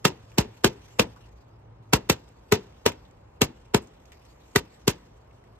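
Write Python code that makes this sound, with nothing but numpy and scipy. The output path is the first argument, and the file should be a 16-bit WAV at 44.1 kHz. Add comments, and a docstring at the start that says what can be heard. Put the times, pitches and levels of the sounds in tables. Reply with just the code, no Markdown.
"""Open trunk of a car, outdoors: twelve latex balloons burst near a recorder with widened stereo.
Each burst: noise shaped into a short roar, a pressure thump, balloon rings, trunk decay, cabin boom.
Foil and rubber scraps: hiss and short resonant ticks, the hiss stirred by the bursts.
Background: patchy noise for outdoor air, two wavering low tones for the hum."""
import sys
import numpy as np
from scipy import signal
from scipy.fft import rfft, irfft, next_fast_len
from scipy.io import wavfile
from scipy.ndimage import uniform_filter1d

SR = 44100
rng = np.random.default_rng(int(sys.argv[2]) if len(sys.argv) > 2 else 0)


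def persist_wave(psi):
    """Save psi, clipped to +-1, as 16-bit WAV."""
    counts = np.round(np.clip(psi, -1, 1) * 32767).astype(np.int16)
    wavfile.write(sys.argv[1], SR, np.atleast_2d(counts).T)


N = 246519

# hum tones: [f/Hz, width per resonance stage/Hz]
HUM_TONES = [(57, 13), (109, 20)]
# upper hum over time: [t/s, level/dB]
UPPER_HUM_LEVEL = [(0, -56), (1, -54.5), (1.8, -52.5), (2.3, -61), (3.4, -61), (4.2, -75.5), (5.2, -66.5),
                   (5.59, -55)]
# outdoor air spectrum: [f/Hz, relative level/dB per Hz]
AIR_SPECTRUM = [(30, -7), (80, -3.5), (170, -15.5), (400, -16), (700, -15), (1000, -19.5), (1600, -29),
                (2600, -37), (5000, -46.5), (9000, -64), (14000, -74)]
# foil spectrum: [f/Hz, relative level/dB per Hz]
FOIL_SPECTRUM = [(1500, -5.5), (2500, -1.5), (4000, -5.5), (6500, -7), (10000, -18), (13000, -18.5),
                 (15500, -26.5)]
# foil under the hands: [t/s, level/dB]
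RUSTLE_LEVEL = [(0.0, -68.5), (1.04, -59.5), (1.6, -85.5), (1.88, -74), (2.1, -67), (2.3, -75.5),
                (2.55, -69), (2.74, -69.5), (2.88, -68), (3.08, -84), (3.22, -83), (4.2, -64), (4.61, -65),
                (4.76, -63.5), (5.04, -77.5), (5.59, -73)]
# ticks of foil and scraps: [t/s, peak level/dB, centre f/Hz, t60/s, share of broad crackle/1]
TICKS = [(0.298, -51.5, 6000, 0.052, .6), (0.317, -46.5, 2450, 0.047, 1.2), (1.16, -42, 1200, 0.081, 0.16),
         (2.289, -48, 7490, 0.0077, .4), (2.723, -50, 2040, .04, 0.69), (2.918, -31, 2600, 0.047, 0.79),
         (3.049, -49, 3560, .06, 0.51), (3.111, -50, 7300, .012, .6), (3.819, -44, 7740, 0.13, 0.65),
         (3.871, -46, 6700, .036, 0.72), (4.054, -46.5, 6080, .043, 1.2), (4.119, -37.5, 2190, .075, 2.3),
         (4.251, -46.5, 6700, .028, .8), (5.032, -51.5, 2020, 0.058, 0.36),
         (5.309, -52.5, 2443, 0.065, 0.51), (5.439, -52.5, 2020, .045, 0.56)]
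# bursts: [t/s, crack level/dB, thump level/dB, ring f/Hz, ring level/dB, ring t60/s, upper ring f/Hz,
#   upper ring level/dB, top ring f/Hz, top ring level/dB, treble tilt/dB per octave, tail re crack/dB]
POPS = [(0.0485, -13, -16, 385, -13.5, 0.17, 1230, -7.5, 2700, -26, 0.7, -2.5),
        (0.38, -16.5, -9.5, 401.4, -16, 0.19, 730, -12.5, 3020, -22, 0.7, 0),
        (0.6416, -13.5, -10, 395, -10.5, 0.21, 1430, -13, 2534, -26, 0.75, -2.5),
        (0.9918, -13, -14, 489, -12, 0.084, 939, -25, 2720, -15.5, -0.2, -4.5),
        (1.9306, -10, -10, 303, -24, 0.12, 1567, -10.5, 2630, -19, 0.1, -6.5),
        (2.095, -13, -14, 349, -19, 0.09, 904, -12.5, 1405, -14.5, 1.1, -6.5),
        (2.5193, -15, -10.5, 423.3, -8, 0.16, 1000, -18.5, 2070, -14.5, 0.8, 0),
        (2.8589, -13.5, -20.5, 437.4, -6.5, 0.078, 883, -11.5, 2950, -19.5, 0.2, -4.5),
        (3.414, -12.5, -12.5, 437.4, -12, 0.08, 1740, -13, 3000, -15.5, 0.76, -6.5),
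        (3.742, -14, -11, 410, -9, 0.11, 1432, -15.5, 2933, -21, -0.46, -6.5),
        (4.5565, -13, -13.5, 416, -10.5, 0.09, 1945, -8.5, 947, -16.5, 0.15, -9),
        (4.875, -17, -12.5, 399, -10.5, 0.07, 930, -17.5, 2895, -21.5, 2.5, -2)]
# burst noise spectrum: [f/Hz, relative level/dB per Hz]
CRACK_SPECTRUM = [(150, -9), (400, 2.5), (650, -2.5), (1000, -11), (1600, -12.5), (2500, -14.5),
                  (4000, -17.5), (6500, -20.5), (10000, -29), (13000, -30), (15500, -31.5)]
# trunk decay: [f/Hz, t60/s]
TRUNK_T60 = [(60, 0.21), (160, 0.053), (420, 0.15), (1100, 0.11), (3000, 0.12), (7000, 0.11),
             (13000, 0.024)]
# trunk resonances: [f/Hz, width/Hz]
PANELS = [(950, 90), (2730, 300), (3570, 100), (4120, 80), (4980, 80), (5750, 100), (7000, 120)]
# left channel's phase lead, before the channel factors: [f/Hz, lead/rad]
CHANNEL_LEAD = [(0, 0), (430, -0.6), (1120, -6.8), (1980, -5.5), (2330, -8.2), (2580, -8.1), (4820, -9.9),
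                (6290, -9.0), (9560, -3.4), (10900, -2.7), (12000, -0.1), (13500, 0.5), (14100, 2.9),
                (16200, 3.4)]
# left minus right, before the balance factor: [f/Hz, level/dB]
CHANNEL_BALANCE = [(60, 0.0), (110, 0.5), (200, 1.5), (380, 4.0), (700, 1.5), (1290, 0.0), (2380, -0.5),
                   (4400, -2.5), (8120, 0.0), (15000, 0.0)]
# likeness of the channels, bursts: [f/Hz, likeness/1]
LIKENESS_NEAR = [(400, 0.99), (800, 0.48), (1500, .85), (2500, 0.14), (5000, 0.69), (8000, 0.16),
                 (10000, 1), (15000, 0.31)]
# likeness of the channels, all else: [f/Hz, likeness/1]
LIKENESS_FAR = [(60, 0.98), (350, 0.97), (700, 0.51), (2000, 0.083), (5000, 0.57), (8000, .35), (11000, 1)]

LOW_HUM_DB, AIR_DB = -58.5, -54
SETTLE_DB, SETTLE_T60_S = -72.5, 3.3  # scraps stir after every burst
FADE_IN_S, RISE_S = 0.006, 0.004  # fade-in before the burst time; rise to the burst's peak after it
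BODY_DB = -0.5  # near 1 kHz
ECHO_S, ECHO_DB, ECHO_SPREAD_S = 0.0092, -10, 0.018  # reflection from the front of the cabin
BOOM_RE_THUMP_DB, BOOM_T60_S = -23.5, 0.31
BAND_EDGE_HZ = 16640


def gain_of(db):
    """Decibels to gain."""
    return 10 ** (np.asarray(db) / 20)


def evened(x):
    """Scales to rms 1."""
    return x / np.sqrt(np.mean(x ** 2) + 1e-20)


def read(points, hz):
    """Interpolates a table over log frequency."""
    f, value = np.transpose(points)
    return np.interp(np.log(hz + 1), np.log(f + 1), value)


def curve(rows):
    """A dB curve over time, as gain."""
    return gain_of(np.interp(np.arange(N) / SR, *np.transpose(rows)))


def add(mix, start_s, sound):
    """Mixes a sound in from start_s."""
    part = mix[:, round(start_s * SR):][:, :sound.shape[1]]
    part += sound[:, :part.shape[1]]


def shaped(x, gain):
    """Filters by a function of frequency, real or complex."""
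    size = next_fast_len(x.shape[-1] + 4096)
    spectrum = rfft(x, size) * gain(np.fft.rfftfreq(size, 1 / SR))
    return irfft(spectrum, size)[..., :x.shape[-1]]


def resonate(x, hz, width_hz):
    """Resonance of peak gain 1: shift to 0 Hz, one-pole lowpass, shift back."""
    turn = np.exp(2j * np.pi * hz * np.arange(x.shape[-1]) / SR)
    r = np.exp(-np.pi * width_hz / SR)
    return 2 * (turn * signal.lfilter([1 - r], [1, -r], x / turn)).real


def resonate_twice(x, hz, width_hz):
    """Two equal resonances in series: steeper skirts."""
    return resonate(resonate(x, hz, width_hz), hz, width_hz)


def hum():
    """Two wavering low tones, as from an idling engine some way off: narrow noise plus a steady sine."""
    out = np.zeros((2, N))
    levels = gain_of(LOW_HUM_DB), curve(UPPER_HUM_LEVEL)
    for level, (hz, width_hz) in zip(levels, HUM_TONES):
        lumps = evened(resonate_twice(rng.standard_normal((2, N)), hz, width_hz))
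        tone = np.sin(2 * np.pi * (hz * np.arange(N) / SR + rng.random()))
        out += level * (0.9 * lumps + 0.57 * tone * [[1], [0]])  # sine in the shared part only
    return out


def wash(spectrum_db, patchy_db, flicker_db):
    """Noise with drifting patches and quick flicker across all bands."""
    hz, frame_s, z = signal.stft(rng.standard_normal((2, N)), SR, nperseg=512, noverlap=384)
    patches = uniform_filter1d(rng.standard_normal(z.shape[1:]), 8, 0)
    patches = evened(uniform_filter1d(patches, 20, 1))
    flicker = evened(uniform_filter1d(rng.standard_normal(len(frame_s)), 4))
    z = z * gain_of(spectrum_db(hz)[:, None] + patchy_db * patches + flicker_db * flicker)
    return evened(signal.istft(z, SR, nperseg=512, noverlap=384)[1][:, :N])


def air():
    """Outdoor air: nearly steady noise, strongest in the bass."""
    return gain_of(AIR_DB) * wash(lambda hz: read(AIR_SPECTRUM, hz), patchy_db=0.1, flicker_db=0.1)


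def rustle():
    """Foil hiss that follows the hands and is stirred up by every burst."""
    def spectrum_db(hz):
        octaves_below = np.maximum(np.log2(1500 / (hz + 1)), 0)
        return read(FOIL_SPECTRUM, hz) - 12 * octaves_below

    foil = wash(spectrum_db, patchy_db=2.9, flicker_db=2.5)
    since_s = np.arange(N) / SR - np.array(POPS)[:, :1]
    settling = gain_of(SETTLE_DB - 60 * abs(since_s) / SETTLE_T60_S)
    stirred = np.where(since_s > 0, settling, 0).sum(0)
    return foil * np.hypot(curve(RUSTLE_LEVEL), stirred)


def tick(peak_db, hz, t60_s, crisp):
    """A crinkle: decaying noise in clumps through a broad resonance, plus broad crackle."""
    t = np.arange(SR // 10) / SR
    grains = rng.standard_normal((2, len(t))) * gain_of(-60 * t / t60_s) * np.clip(t / 0.001, 0, 1)
    grains *= gain_of(4.5 * evened(uniform_filter1d(rng.standard_normal(len(t)), 50)))  # clumps
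    crackle = shaped(grains, lambda f: gain_of(read(FOIL_SPECTRUM, f)) * (f > 1000))
    out = resonate_twice(grains, hz, 0.44 * hz) + crisp * crackle
    return gain_of(peak_db) * out / abs(out).max()


def thump(t):
    """Pressure pulse of the freed air; the lower a frequency, the later it arrives:
    a falling chirp, as from bass-cutting filters."""
    def response(hz):
        late = np.exp(-2j * np.pi * 1.27 * np.log(np.clip(hz, 25, 420) / 420) + 0.8j)
        low_edge = (hz / 110) ** 2.2
        return low_edge / (1 + low_edge) / (1 + (hz / 275) ** 7) * late

    out = shaped(np.exp(-0.5 * ((t - 0.003) / 0.0004) ** 2), response)
    return out / abs(out).max()


def trunk_decay(noise, colour):
    """Grainy trunk decay, each band with its own t60, over faint late echoes from outside."""
    hz, frame_s, z = signal.stft(noise, SR, nperseg=128, noverlap=96)
    trunk = gain_of(-60 * frame_s / read(TRUNK_T60, hz)[:, None])
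    patches = uniform_filter1d(rng.standard_normal(z.shape[1:]), 9, 0)
    patches = evened(uniform_filter1d(patches, 4, 1))
    grain = gain_of(3 * patches)  # random patches, louder and softer
    yard = gain_of(-35.5 - 60 * frame_s / 0.91) / (1 + (hz[:, None] / 6000) ** 2)
    z = z * colour(hz)[:, None] * (trunk * grain + yard)
    return signal.istft(z, SR, nperseg=128, noverlap=96)[1][:, :noise.shape[1]]


def cabin_echo(x):
    """Reflection from the front of the cabin, smeared by a burst of noise."""
    lag_s = np.arange(1500) / SR
    scatter = rng.standard_normal((2, 1500)) * np.exp(-0.5 * ((lag_s - ECHO_S) / ECHO_SPREAD_S) ** 2)
    scatter /= np.linalg.norm(scatter[0])
    return gain_of(ECHO_DB) * signal.fftconvolve(x, scatter, axes=1)[:, :x.shape[1]]


def balloon_ring(t, after_s, noise, hz, t60_s):
    """Short sine plus a beating crowd: neighbouring balloons differ a little in size."""
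    beats = gain_of(2 * evened(uniform_filter1d(noise[1], 300)))
    tone = np.sin(2 * np.pi * hz * (t - RISE_S) + 0.43) * gain_of(-60 * after_s / 0.042)
    crowd = evened(resonate_twice(noise[0], hz, 95))  # many skins near the same pitch
    swell = 1 - np.exp(-after_s / 0.008)
    return tone + 0.23 * beats * crowd * swell * gain_of(-60 * after_s / t60_s)


def pop(crack_db, thump_db, ring_hz, ring_db, ring_t60_s, upper_hz, upper_db, top_hz, top_db,
        tilt_db, tail_db):
    """One burst: the skin rips in jerks, air rushes out, trunk, cabin and balloons answer."""
    t = np.arange(SR // 2) / SR - FADE_IN_S
    noise = rng.standard_normal((4, len(t)))

    def colour(f):
        body_db = BODY_DB * np.exp(-np.log2((f + 1) / 1000) ** 2 / 0.6)
        return gain_of(read(CRACK_SPECTRUM, f) + body_db + tilt_db * np.log2((f + 100) / 2000))

    decay = trunk_decay(noise[:2], colour)
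    roar = shaped(noise[2:], lambda f: colour(f) * f ** 4 / (f ** 4 + 440.0 ** 4))
    snap = shaped(roar, lambda f: f / (f + 6000))  # treble part

    before_s, after_s = np.maximum(RISE_S - t, 0), np.maximum(t - RISE_S, 0)
    bang = gain_of(-60 * before_s / 0.009)  # steep rise to the burst's peak
    faint = gain_of(-17 - 60 * before_s / 0.1)
    rise = np.maximum(bang, faint) * np.clip(1 + t / FADE_IN_S, 0, 1)

    out = roar * gain_of(-60 * after_s / 0.032)
    out += 0.97 * snap * gain_of(-60 * after_s / 0.033)
    out *= rise * gain_of(1.9 * evened(uniform_filter1d(noise[:2], 40)))  # jerks
    out += cabin_echo(out)
    out = (out + gain_of(tail_db) * decay * rise) * gain_of(crack_db) / roar.std()
    out += sum(0.59 * resonate(out, hz, width_hz) for hz, width_hz in PANELS)

    kick = noise[2:] * bang * (after_s < 0.002)
    for mode_hz, mode_db in ((upper_hz, upper_db), (top_hz, top_db)):  # higher modes of the balloon's air
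        mode = resonate(kick, mode_hz, 120)
        out += gain_of(mode_db) * mode / abs(mode).max()

    # low parts go to the shared part only
    out[0] += gain_of(ring_db) * rise * balloon_ring(t, after_s, noise, ring_hz, ring_t60_s)
    out[0] += gain_of(thump_db) * thump(t)
    boom = evened(shaped(noise[1], lambda f: f ** 2 / (1 + (f / 200) ** 4.0)))  # the cabin booms on
    out[0] += gain_of(thump_db + BOOM_RE_THUMP_DB - 60 * after_s / BOOM_T60_S) * rise * boom
    return out


def widened(pair, likeness, balance=0):
    """Two channels from a shared and an unshared part, with phase shifted between them."""
    def half(hz, side):
        phase = 0.5 * side * np.interp(hz, *np.transpose(CHANNEL_LEAD))
        return np.exp(1j * phase) * gain_of(0.5 * side * balance * read(CHANNEL_BALANCE, hz))

    def like(hz):
        return np.clip(read(likeness, hz), 0, 1)

    left = shaped(pair[0], lambda hz: half(hz, 0.93))
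    right = shaped(pair[0], lambda hz: half(hz, -1.167) * like(hz))
    right += shaped(pair[1], lambda hz: half(hz, -1.353) * np.sqrt(1 - like(hz) ** 2))
    return np.array([left, right])


def scene():
    """Bursts are near; hum, air, rustle and ticks are spread out."""
    far = hum() + air() + rustle()
    for start_s, *row in TICKS:
        add(far, start_s, tick(*row))
    near = np.zeros((2, N))
    for burst_s, *row in POPS:
        add(near, burst_s - FADE_IN_S, pop(*row))
    return widened(far, LIKENESS_FAR) + widened(near, LIKENESS_NEAR, balance=0.98)


def record(dry):
    """Microphone drops the deepest bass and dulls the top; converter rounds peaks; then the band limit."""
    bass_cut = signal.sosfilt(signal.butter(3, 48, "high", fs=SR, output="sos"), dry)
    soft = 1.04 * np.tanh(bass_cut / 1.04)
    dull = shaped(soft, lambda hz: gain_of(-15 * np.maximum(hz - 14500, 0) / 1000))
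    band_limit = signal.firwin(511, BAND_EDGE_HZ, window=("kaiser", 9), fs=SR)
    return signal.oaconvolve(dull, band_limit[None], "same")


dry = scene()
out = record(dry)
persist_wave(out)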